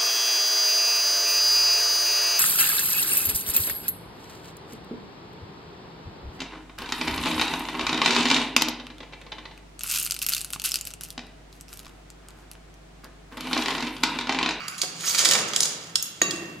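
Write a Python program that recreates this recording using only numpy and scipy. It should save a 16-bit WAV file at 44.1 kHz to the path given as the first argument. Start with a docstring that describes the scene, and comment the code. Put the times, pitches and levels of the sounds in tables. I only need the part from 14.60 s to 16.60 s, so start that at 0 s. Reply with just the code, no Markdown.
"""A bare, ringing laboratory: a metal scoop is pushed through gritty soil on a sheet-metal tray.
Grinding grit and clinking pebbles excite the blade's resonances, and the tray rumbles under the load.
The scoop taps the rim of a steel mould, then knocks on it, leaving its modes ringing as soil
patters in. Ventilation hums faintly."""
import sys
import numpy as np
from scipy import signal
from scipy.fft import rfft, irfft
from scipy.io import wavfile

SR = 44100
rng = np.random.default_rng(int(sys.argv[2]) if len(sys.argv) > 2 else 0)


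def store_pcm(level_fs):
    """Save levels as 16-bit WAV."""
    pcm = np.round(np.clip(level_fs, -1, 1) * 32767).astype(np.int16)
    wavfile.write(sys.argv[1], SR, np.atleast_2d(pcm).T)


N = 88200
T = np.arange(N) / SR
HZ = np.maximum(np.arange(N // 2 + 1) * SR / N, 1)
KNOCK_S, RISE_S = 1.616, 0.00062


def scoop():
    """Grinding and clinks ring the blade; the shifting load of soil detunes its resonances."""
    # Each row: time in seconds, grinding level in dB.
    grind_db = [(0, -65.5), (.2, -39), (.345, -58), (.365, -38.5), (.42, -36), (.475, -28.5), (.572, -33),
                (.607, -25.5), (.68, -34), (.76, -33), (.83, -39), (.94, -42.5), (1.04, -40.5),
                (1.13, -41.5), (1.3, -55.5), (1.42, -62), (1.55, -49), (2, -66)]
    # Each row: frequency in Hz, grit level in dB.
    grit_spectrum = [(200, -35), (700, -9), (1400, -6.5), (3000, 0.5), (5000, 2.5), (7000, 2.5), (9500, -5),
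                     (12000, -18), (16000, -14)]
    # Hits on pebbles, tray and rim. Each row: start in seconds, level in dB, decay in seconds,
    # low and high edge in Hz.
    clinks = [(0.0814, -27, 0.0033, 1180, 11100), (.18, -34.5, 0.012, 3000, 9900),
              (0.2159, -19.5, 0.0045, 2530, 9600), (0.232, -30, 0.0072, 670, 8000),
              (.407, -34, 0.0044, 2500, 9700), (0.438, -35.5, 0.012, 1500, 3000),
              (0.457, -30, 0.0049, 2480, 13000), (0.48, -38.5, 0.003, 1040, 1460),
              (0.495, -23, 0.0024, 4030, 12000), (.547, -22, 0.003, 970, 9300),
              (0.568, -29, 0.0027, 2000, 8000), (0.5845, -18.5, 0.005, 2600, 10100),
              (.591, -20, 0.0065, 2280, 8000), (0.648, -18, 0.0095, 2200, 9400),
              (0.654, -14.5, 0.0048, 1750, 8100), (0.687, -18, 0.0051, 3460, 7850),
              (.711, -13.5, 0.0043, 2190, 9100), (0.72, -18.5, 0.0062, 1470, 7240),
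              (0.734, -17.5, 0.0077, 2900, 8100), (.749, -20.5, 0.01, 1000, 5800),
              (.787, -24.5, 0.0056, 1990, 7860), (.9345, -22, 0.0011, 1380, 5500),
              (0.9616, -13, 0.002, 3100, 8000), (1.0052, -11, 0.00085, 3800, 10000),
              (1.024, -25, 0.0044, 3340, 8100), (1.0305, -17, 0.0037, 4200, 6750),
              (1.054, -22, 0.0045, 4100, 9300), (1.3554, -16, 0.0031, 2480, 9700),
              (1.425, -21.5, 0.0029, 5300, 15950), (1.7083, -24, 0.0038, 3850, 7800),
              (1.76, -35, 0.0019, 3500, 9100), (1.856, -43, 0.0011, 3860, 6600)]
    # Each row: frequency in Hz, gain in dB, T60 in seconds.
    blade_modes = [(1304, 5, 0.016), (1808, 6.5, 0.26), (2775, -13.5, 0.11), (4600, -0.5, 0.062),
                   (4835, -4, 0.042), (6690, 6.5, 0.021), (7100, 5.5, 0.033), (9750, 7, 0.042)]
    crunch_db, detune_share = 4.4, 0.013
    catch_and_slip = from_db(crunch_db * waver(per_s=70))
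    grind = level(grind_db) * rms_one(catch_and_slip * colour(grains(), grit_spectrum))
    drive = grind + from_db(0.5) * sum(contact(*row) for row in clinks)
    ring = sum(from_db(db) * resonate(drive, hz * (1 + detune_share * waver(per_s=22)), t60_s)
               for hz, db, t60_s in blade_modes)
    return drive + ring


def pings():
    """The blade rings briefly where it catches a pebble or bounces on the rim."""
    # Each row: start in seconds, frequency in Hz, level in dB, T60 in seconds.
    catches = [(0.215, 4360, -17.5, 0.022), (0.218, 4850, -13.5, 0.017), (.439, 1365, -32.5, .07),
               (.466, 2810, -34, 0.14), (.483, 6040, -13.5, 0.025), (.509, 4665, -18, 0.029),
               (.689, 6100, -24, 0.02), (1.71, 3350, -25.5, 0.032)]
    return sum(modes(start_s, [mode]) for start_s, *mode in catches)


def sand():
    """Fine sand crackles as the blade digs in."""
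    return from_db(-37.5) * swell(peak_s=0.506, spread_s=0.046) * rms_one(band(grains(), 6000, 17000))


def blade_song():
    """The blade sings as it first rubs the tray."""
    # Each row: frequency in Hz, level in dB.
    partials = [(1341, -41), (2870, -45), (4560, -43.5)]
    t60_s = 0.46
    return modes(0, [(hz, db, t60_s) for hz, db in partials])


def tray():
    """The sheet rattles under the load; at first the blade rubs it bare."""
    # Each row: time in seconds, rattle level in dB.
    rumble_db = [(0, -89), (.22, -58), (.237, -36.5), (.27, -59), (.5, -51.5), (.66, -36.5), (.75, -33.5),
                 (.82, -36.5), (.92, -54), (1.05, -45.5), (1.2, -54), (2, -88)]
    # Each row of both: frequency in Hz, level in dB.
    rumble_spectrum = [(50, -37), (130, -6), (250, -3.5), (420, 1), (800, -2.5), (1300, -4.5),
                       (2500, -12.5), (8000, -51)]
    rub_spectrum = [(200, -25), (800, -9), (1330, 5), (1900, -4), (2600, 3.5), (3400, -14.5), (4560, -9.5),
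                    (6000, -14), (14000, -49)]
    rub_db, rub_decay_s = -36.5, 0.12
    rumble = level(rumble_db) * colour(grains(), rumble_spectrum)
    rub = from_db(rub_db) * np.exp(-T / rub_decay_s) * colour(grains(), rub_spectrum)
    return rumble + rub


def bump():
    """The scoop drops onto the tray."""
    # Each row: frequency in Hz, level in dB, T60 in seconds.
    bump_modes = [(400, -40.5, 0.13), (740, -38, 0.23)]
    return modes(0.232, bump_modes)


def rim_tap():
    """The scoop's side taps the mould's rim."""
    # Each row: frequency in Hz, level in dB, T60 in seconds.
    tap_modes = [(4390, -12.5, 0.014), (5390, -10.5, 0.029), (6850, -20, 0.023)]
    return modes(1.3562, tap_modes)


def knock():
    """The blow on the mould: squeak, quickly damped thud, crack and grit."""
    # Each row: frequency in Hz, level in dB, T60 in seconds.
    thud_modes = [(234, -26, 0.046), (352, -20.5, 0.069), (394, -24, 0.08), (512, -27.5, 0.062),
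                  (675, -21.5, 0.027), (1210, -30, 0.054), (1853, -14, 0.027), (2600, -22, 0.015)]
    # Crack and grit. Each row: delay in seconds, level in dB, decay in seconds, low and high edge in Hz.
    bursts = [(0, -17.5, 0.0013, 1380, 2900), (.002, -27.5, 0.015, 2200, 7800)]
    thud = sum((-1) ** k * modes(KNOCK_S, [mode]) for k, mode in enumerate(thud_modes))
    return squeak() + thud + sum(contact(KNOCK_S + delay_s, *burst) for delay_s, *burst in bursts)


def squeak():
    """The blade sticks and slips on the rim just after the blow: a falling tone with its octave."""
    delay_s, rise_s, decay_s = 0.0014, 0.00065, 0.0038
    end_hz, fall_hz = 6540, 237.5
    t = np.maximum(T - KNOCK_S - delay_s, 0)
    force = np.exp(-t / decay_s)
    phase = 2 * np.pi * np.cumsum(end_hz + fall_hz * force) / SR
    tone = np.sin(phase) + from_db(-27) * force * np.sin(2 * phase)
    attack = 1 - np.exp(-(t / rise_s) ** 2)
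    return from_db(-3.5) * attack * force * tone


def mould():
    """Each mode of the steel cylinder beats with a weaker twin; the loosely clamped wall rattles."""
    # Each row: frequency in Hz, level in dB, T60 in seconds.
    wall_modes = [(178.2, -41.5, 2), (295, -35, 0.37), (338, -39, 1), (1150, -35, 0.61), (1843, -43.5, 1.4),
                  (2730, -29.5, 0.55), (3340, -56, 0.3), (3835, -31, 0.31), (4556, -33, 0.35),
                  (6740, -50, 0.28)]
    split_hz, twin_db, rattle_db = 20.5, -7, 5.5
    ring = 0
    for hz, db, t60_s in wall_modes:
        twin_hz = hz + split_hz * rng.uniform(-1.08, 1)
        pair = modes(KNOCK_S, [(hz, db, t60_s), (twin_hz, db + twin_db, t60_s)])
        ring = ring + pair * rms_one(from_db(rattle_db * waver(per_s=130)))
    return ring


def pour():
    """After the knock, soil slides off the scoop and patters dully into the mould."""
    # Each row: frequency in Hz, level in dB.
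    crumb_spectrum = [(60, -24), (170, -5), (250, -9), (340, 2.5), (450, -8.5), (700, -12.5), (2500, -18),
                      (8000, -33.5)]
    flow = swell(peak_s=1.683, spread_s=0.16) * (T > KNOCK_S)
    return from_db(-42.5) * flow * colour(grains(), crumb_spectrum)


def direct(x):
    """Straight path: the treble is louder on the right and differs in phase between the sides."""
    scatter_rad, scatter_width_hz, treble_pan_db = 1, 531, -3
    phase = scatter_rad * wander(len(HZ), HZ[-1] / scatter_width_hz) * HZ / (HZ + 900)
    side_db = treble_pan_db * HZ / (HZ + 600)
    left = from_db(side_db) * np.exp(1j * phase)
    return irfft(rfft(x) * np.array([left, 1 / left]), N)


def laboratory(x):
    """Early reflections, and a tail that dies sooner in the treble."""
    # Each row: frequency in Hz, tail level in dB, T60 in seconds.
    room_bands = [(100, 5.5, 1.44), (298, -0.5, 1.67), (990, -1, 1.22), (2400, -2, 1.26), (4950, -6, 0.58),
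                  (7860, -4.5, 0.4), (15000, -6, 0.23)]
    early_rise_s, early_decay_s, tail_rise_s = 0.0016, 0.023, 0.028
    noise, tail = rfft(diffuse()), 0
    centres_hz = np.geomspace(60, 16000, 14)
    for hz, share in zip(centres_hz, np.eye(len(centres_hz))):
        part = irfft(noise * np.interp(np.log(HZ), np.log(centres_hz), share), N)
        fade = np.exp(-np.log(1000) * T / at_hz(room_bands, hz, column=2))
        fade *= np.minimum(T / tail_rise_s, 1)
        tail = tail + from_db(at_hz(room_bands, hz)) * part * rms_one(fade)
    early_fade = np.exp(-T / early_decay_s) * np.minimum(T / early_rise_s, 1)
    early = from_db(-6) * rms_one(diffuse() * early_fade)
    response = pan(left_db=-1) * (early + tail) / np.sqrt(N)
    return signal.fftconvolve(x[None], response, axes=1)[:, :N]


def ventilation():
    """A soft rush of air with a wavering hum."""
    # Each row: frequency in Hz, level in dB.
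    air_spectrum = [(25, -11), (42, -0.5), (55, -8), (100, 0), (170, 3), (260, -1.5), (600, -9.5),
                    (1500, -10.5), (5000, -20), (15000, -26)]
    hum_hz, width_hz = 166, 7
    peak = 1 / (1 + (2 * (HZ - hum_hz) / width_hz) ** 2)
    hum = rms_one(irfft(rfft(rng.standard_normal(N)) * peak, N))
    return from_db(-50.5) * colour(diffuse(), air_spectrum) + from_db(-55) * hum


def diffuse():
    """White stereo noise, alike in the bass and unrelated in the treble."""
    # Each row: frequency in Hz, left-right correlation from 0 to 1.
    coherence = [(60, 1), (180, 0.95), (350, 0.85), (700, 0.24), (1500, 0), (15000, 0)]
    mid, side = rfft(rng.standard_normal((2, N)))
    alike = at_hz(coherence, HZ)
    return irfft(np.sqrt((1 + alike) / 2) * mid + np.sqrt((1 - alike) / 2) * side * [[1], [-1]], N)


def contact(start_s, db, decay_s, low_hz, high_hz):
    """One gritty contact: a burst of tiny fractures with a weaker, wider crack."""
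    t = T[:6000]
    shape = np.minimum(t / RISE_S, 1) * np.exp(-np.maximum(t - 2 * RISE_S, 0) / decay_s)
    noise = rng.standard_normal(len(t)) * shape
    burst = band(noise, low_hz, high_hz) + from_db(-15.5) * band(noise, 0.36 * low_hz, 19200)
    burst = rms_one(burst) * np.sqrt(np.mean(shape ** 2)) * from_db(db)
    return np.pad(burst, (int(start_s * SR), N))[:N]


def grains(per_s=2000, spread_db=3):
    """Random clicks of uneven size."""
    hits = rng.random(N) < per_s / SR
    sizes = from_db(spread_db * np.minimum(rng.exponential(1, N), 4))
    return hits * sizes * rng.choice([-1, 1], N)


def modes(start_s, rows):
    """Decaying sines struck at one moment."""
    t = np.maximum(T - start_s, 0)
    ring = sum(from_db(db) * np.exp(-np.log(1000) * t / t60_s) * np.cos(2 * np.pi * hz * t)
               for hz, db, t60_s in rows)
    return np.minimum(t / RISE_S, 1) * ring


def resonate(x, hz, t60_s):
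    """A resonance of unit peak gain whose pitch may move."""
    pole = np.exp(-np.log(1000) / (t60_s * SR))
    carrier = np.exp(2j * np.pi * np.cumsum(hz) / SR)
    return 2 * np.real(carrier * signal.lfilter([1 - pole], [1, -pole], x / carrier + 1e-18))


def band(x, low_hz, high_hz):
    """Causal band-pass."""
    return signal.sosfilt(signal.butter(2, [low_hz, high_hz], "band", fs=SR, output="sos"), x + 1e-18)


def colour(x, spectrum):
    """Give a steady signal a spectrum; unit power."""
    return rms_one(irfft(rfft(x) * from_db(at_hz(spectrum, HZ)), N))


def at_hz(rows, hz, column=1):
    """Interpolate a column over log frequency."""
    rows = np.array(rows)
    return np.interp(np.log(hz), np.log(rows[:, 0]), rows[:, column])


def wander(size, segments):
    """A random zigzag of spread about 1."""
    knots = rng.standard_normal(2000)
    return np.interp(np.linspace(0, segments, size), np.arange(len(knots)), knots)


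def waver(per_s):
    """A random zigzag over time."""
    return wander(N, per_s * N / SR)


def swell(peak_s, spread_s):
    """Gaussian envelope."""
    return np.exp(-((T - peak_s) / spread_s) ** 2 / 2)


def level(curve):
    """Gain over time from points in seconds and dB."""
    return from_db(np.interp(T, *np.transpose(curve)))


def pan(left_db):
    """Opposite left and right gains."""
    return from_db([[left_db], [-left_db]])


def from_db(db):
    """Decibels to gain."""
    return 10 ** (np.asarray(db) / 20)


def rms_one(x):
    """Scale to unit power."""
    return x / np.sqrt(np.mean(x ** 2) + 1e-20)


def scene():
    """Scoop, tray and mould, direct and through the room, over the ventilation."""
    # The bench favours the right in the low treble.
    # Each row: frequency in Hz, dB added left and taken from the right.
    balance = [(150, 0.5), (500, 1.5), (1200, 0.5), (2300, -0.2), (5000, -2), (8000, 3), (14000, 1)]
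    digging = scoop() + pings() + sand() + tray() + pour()
    tap, blow, ring = rim_tap(), knock(), mould()
    tones = blade_song() + bump()
    near = direct(digging + tones + blow + ring) + pan(left_db=-0.5) * direct(tap)
    far = laboratory(digging + from_db(-3) * tap + from_db(-2) * blow + from_db(-3.5) * (ring + tones))
    side_gains = from_db(at_hz(balance, HZ) * [[1], [-1]])
    return irfft(rfft(near + far) * side_gains, N) + ventilation()


def record(dry):
    """Cut the deepest bass, clip at full scale, cut the top."""
    low_cut_hz, high_cut_hz = 40, 15400
    thin = signal.sosfilt(signal.butter(2, low_cut_hz, "high", fs=SR, output="sos"), dry)
    low_pass = signal.ellip(10, .1, 70, high_cut_hz, fs=SR, output="sos")
    return signal.sosfilt(low_pass, np.clip(thin, -1, 1))


dry = scene()
out = record(dry)
store_pcm(out)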